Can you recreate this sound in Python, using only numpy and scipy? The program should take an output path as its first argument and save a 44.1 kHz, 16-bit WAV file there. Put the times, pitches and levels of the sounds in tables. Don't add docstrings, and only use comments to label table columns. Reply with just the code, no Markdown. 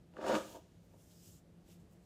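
import sys
import numpy as np
from scipy import signal
from scipy.fft import rfft, irfft
from scipy.io import wavfile
from scipy.ndimage import uniform_filter1d

SR = 44100
rng = np.random.default_rng(int(sys.argv[2]) if len(sys.argv) > 2 else 0)


def dump_mix(stems):
    frames = np.atleast_2d(stems).T
    limited = np.clip(frames, -1, 1)
    pcm = np.round(limited * 32767).astype(np.int16)
    wavfile.write(sys.argv[1], SR, pcm)


def linear_from_db(decibels):
    return 10 ** (np.asarray(decibels, float) / 20)


N = 90404

# (time [s], cushion drag [dB], bristle scratch [dB], fibre slide [dB])
STROKE = [
    (0.11, -81.5, -91, -97),
    (0.18, -54, -61, -83),
    (0.286, -35, -41, -52),
    (0.36, -35.5, -38, -54.5),
    (0.386, -51, -46.5, -56),
    (0.5, -60, -67.5, -61.5),
    (0.564, -52.5, -67, -64),
    (0.604, -78, -91, -75.5),
    (0.66, -74, -94, -80),
]
# (time [s], level [dB])
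TICKS = [
    (0.138, -58),
    (.167, -51),
    (0.2145, -46),
    (0.264, -43),
    (0.3531, -26.5),
]


def unit(x):
    return x / np.sqrt(np.mean(x ** 2))


def curve(rows, column):
    rows = np.array(rows)
    return np.interp(np.arange(N) / SR, rows[:, 0], rows[:, column])


def colour(x, points):
    hz = np.fft.rfftfreq(N, 1 / SR) + 1
    p = np.array(points)
    db = np.interp(np.log(hz), np.log(p[:, 0]), p[:, 1], left=-70, right=-70)
    return unit(irfft(rfft(x) * linear_from_db(db), N))


def ring(x, modes):
    out = 0
    for k, (hz, db, t60_s) in enumerate(modes):
        r = np.exp(-np.log(1000) / (t60_s * SR))
        w = 2 * np.pi * hz / SR
        mode = signal.lfilter([0, np.sin(w)], [1, -2 * r * np.cos(w), r * r], x)
        out = out + (-1) ** k * linear_from_db(db) * mode
    return out


def band(x, hz, width_hz):
    return unit(signal.lfilter(*signal.iirpeak(hz, hz / width_hz, SR), x))


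def walk(rate_hz):
    k = int(SR / rate_hz)
    held = np.repeat(rng.standard_normal(N // k + 1), k)
    return unit(uniform_filter1d(uniform_filter1d(held, k), k)[:N])


def grains(rate_per_s, scatter_db):
    chance, sign, size = rng.random((N, 3)).T
    return unit((chance < rate_per_s / SR) * np.sign(sign - 0.5) * linear_from_db(-scatter_db * np.log(size + 1e-9)))


def hiss(points, rate_per_s, scatter_db, patchy_db):
    spec = rfft(colour(grains(rate_per_s, scatter_db), points))
    octave = np.log2(np.fft.rfftfreq(N, 1 / SR) + 1)
    out = 0
    for centre in np.arange(10, 14.6, 0.5):
        part = irfft(spec * np.clip(1 - 2 * abs(octave - centre), 0, 1), N)
        out = out + linear_from_db(patchy_db * walk(5.58)) * part
    return out


def house():
    # (frequency [Hz], density [dB per Hz])
    floor_spectrum = [(30, -17.5), (70, -4), (200, -12.5), (600, -20.5), (1050, -32), (7500, -43.5),
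                      (14200, -48.5), (14900, -83)]
    # (frequency [Hz], width [Hz], level [dB])
    room_modes = [(99.4, 12.5, -72), (170.5, 25, -66), (341.4, 20, -78.5)]
    boom = 0
    for hz, width_hz, db in room_modes:
        mode = band(band(rng.standard_normal(N), hz, width_hz), hz, width_hz)
        boom = boom + linear_from_db(db + 1.56 * walk(5.8)) * mode
    return linear_from_db(-64.5 + 0.36 * walk(4.3)) * colour(rng.standard_normal(N), floor_spectrum) + boom


def hand():
    # (time [s], level [dB])
    finger_moves = [(0.78, -89), (0.984, -78.5), (0.998, -73.5), (1.206, -69), (1.266, -63), (1.368, -69.5),
                    (1.386, -72), (1.436, -97.5), (1.616, -95), (1.69, -71), (1.73, -69.5), (1.792, -85),
                    (1.806, -78), (1.866, -92), (1.934, -78), (1.97, -88), (2.04, -82), (2.05, -84)]
    # (frequency [Hz], density [dB per Hz])
    curl_spectrum = [(1060, -11), (1800, -14), (2160, -28), (2650, -7), (4550, -11), (4980, -4.5),
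                     (7740, -1), (9270, -8), (15500, -4.5)]
    lock_slips = [(0.512, 0.048, -68, 12500, 4960), (1.008, .015, -81, 3100, 600),
                  (1.017, 0.038, -80, 9500, 1500), (.85, 0.013, -86, 13000, 3000),
                  (1.119, 0.013, -72.5, 4100, 2500), (1.21, 0.066, -76.5, 5040, 350),
                  (1.28, 0.033, -77, 7140, 1510), (1.35, 0.029, -73.5, 7300, 1200),
                  (1.715, 0.037, -74.5, 3200, 1700), (1.274, 0.047, -80.5, 3000, 900),
                  (1.93, .02, -84, 13600, 3000)]
    t = np.arange(N) / SR
    locks = 0
    for s, half_s, db, hz, width_hz in lock_slips:
        swell = np.exp(-0.5 * ((t - s) / half_s) ** 2)
        locks = locks + linear_from_db(db) * swell * band(grains(4000, 2.6), hz, width_hz)
    fade_in = np.clip((t - finger_moves[0][0]) / 0.052, 0, 1)
    level = fade_in * linear_from_db(curve(finger_moves, column=1) - 2.0)
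    return level * hiss(curl_spectrum, 9000, 1.5, patchy_db=1.9) + locks


def fibres():
    # (frequency [Hz], density [dB per Hz])
    fibre_spectrum = [(1180, -42), (2000, -10), (2970, 0), (4550, -5.5), (6870, -2), (8290, -8),
                      (12000, -16.5), (15500, -13)]
    rush_db, rush_s, settle_db_per_s = -25.5, 0.017, 32
    t = np.arange(N) / SR
    rush = 0
    for s, db in TICKS:
        rush = rush + (t > s) * linear_from_db(db + rush_db) * np.exp(-np.maximum(t - s, 0) / rush_s)
    settling_db = settle_db_per_s * np.maximum(t - STROKE[-1][0], 0)
    slide = linear_from_db(curve(STROKE, column=3) - settling_db)
    return (slide + rush) * hiss(fibre_spectrum, 9000, 2.14, patchy_db=-0.86)


def ticks():
    # (frequency [Hz], level [dB], t60 [s])
    tip_modes = [(1410, 0, 0.004), (2870, -3.5, 0.0079), (4070, -12, 0.0027), (7900, -19, 0.0026),
                 (12400, -24, 0.0016)]
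    x = np.zeros(N)
    for s, db in TICKS:
        x[int(s * SR)] = linear_from_db(db)
    return ring(x, tip_modes)


def brush():
    # (time [s], level [dB], brightness [0-1])
    snags = [(.139, -58, 0.14), (0.168, -42, 0.7), (.186, -39, 0.25), (.212, -38, 0.4),
             (0.241, -34.5, 0.77), (0.244, -33, 0.17), (.265, -32, 0.3), (.278, -34.5, .1),
             (.293, -26.5, 0.18), (0.306, -29, 0.34), (.328, -30.5, 0.17), (0.3527, -35, 0.86),
             (.559, -71, 0.2), (.936, -56.5, 0.12), (1.688, -66, .05)]
    # (frequency [Hz], level [dB], t60 [s])
    cushion_modes = [(202.7, -11, 0.11), (316, -9, 0.11), (372, -7.5, 0.078), (532.3, 0.5, 0.036),
                     (616.5, -3, 0.044), (669, -5.5, .08), (826, -7.5, 0.041), (899, -9, 0.053),
                     (961.7, -8, 0.055)]
    # (frequency [Hz], level [dB], t60 [s])
    bristle_modes = [(1200, -2, 0.021), (1486, -2.5, 0.015), (1710, -3, 0.013), (2440, -4, 0.0054),
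                     (2940, -5, 0.0063), (3580, -7, .008), (4530, -6.5, 0.004), (5380, -11.5, 0.0066),
                     (6820, -12, 0.005)]
    snag_decay_s = 0.0048

    t = np.arange(N) / SR
    on = (t > STROKE[0][0]) * (t < STROKE[-1][0])
    drag = on * linear_from_db(curve(STROKE, column=1) + 0.5)
    scratch = on * linear_from_db(curve(STROKE, column=2) - 2)
    slips, scratches = grains(1500, 3), grains(6800, 3)
    low = ring(slips * drag, cushion_modes) / np.std(ring(slips, cushion_modes))
    high = ring(scratches * scratch, bristle_modes) / np.std(ring(scratches, bristle_modes))

    dull, bright = np.zeros(N), np.zeros(N)
    k = np.arange(int(0.015 * SR))
    for s, db, share in snags:
        burst = rng.standard_normal(len(k)) + 5.2 * (k < 4)
        burst = burst * np.exp(-k / (snag_decay_s * SR))
        burst = linear_from_db(db - 2.5) * burst / np.linalg.norm(burst)
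        start = int(s * SR)
        dull[start:start + len(k)] += (1 - share) * burst
        bright[start:start + len(k)] += share * burst
    return low + high + ring(dull, cushion_modes) + ring(bright, bristle_modes[:3])


def tiled_room(near):
    t60_s, treble_t60_s = 0.28, 0.11
    t = np.arange(int(0.6 * SR)) / SR
    noise = rng.standard_normal(len(t))
    low = signal.lfilter(*signal.butter(2, 2000, fs=SR), noise)
    tail = low * linear_from_db(-60 * t / t60_s) + (noise - low) * linear_from_db(-60 * t / treble_t60_s)
    tail = tail * (t > 0.004)
    tail = tail / np.std(noise[:int(0.03 * SR)]) / np.sqrt(0.03 * SR)
    return signal.fftconvolve(near, tail)[:N]


def scene():
    near = hand() + fibres() + ticks() + brush()
    return (near + linear_from_db(-3) * tiled_room(near) + house())[None]


def low_pass(x):
    return signal.sosfilt(signal.butter(12, 15640, fs=SR, output="sos"), x)


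def record(dry):
    return low_pass(dry)


dry = scene()
out = record(dry)
dump_mix(out)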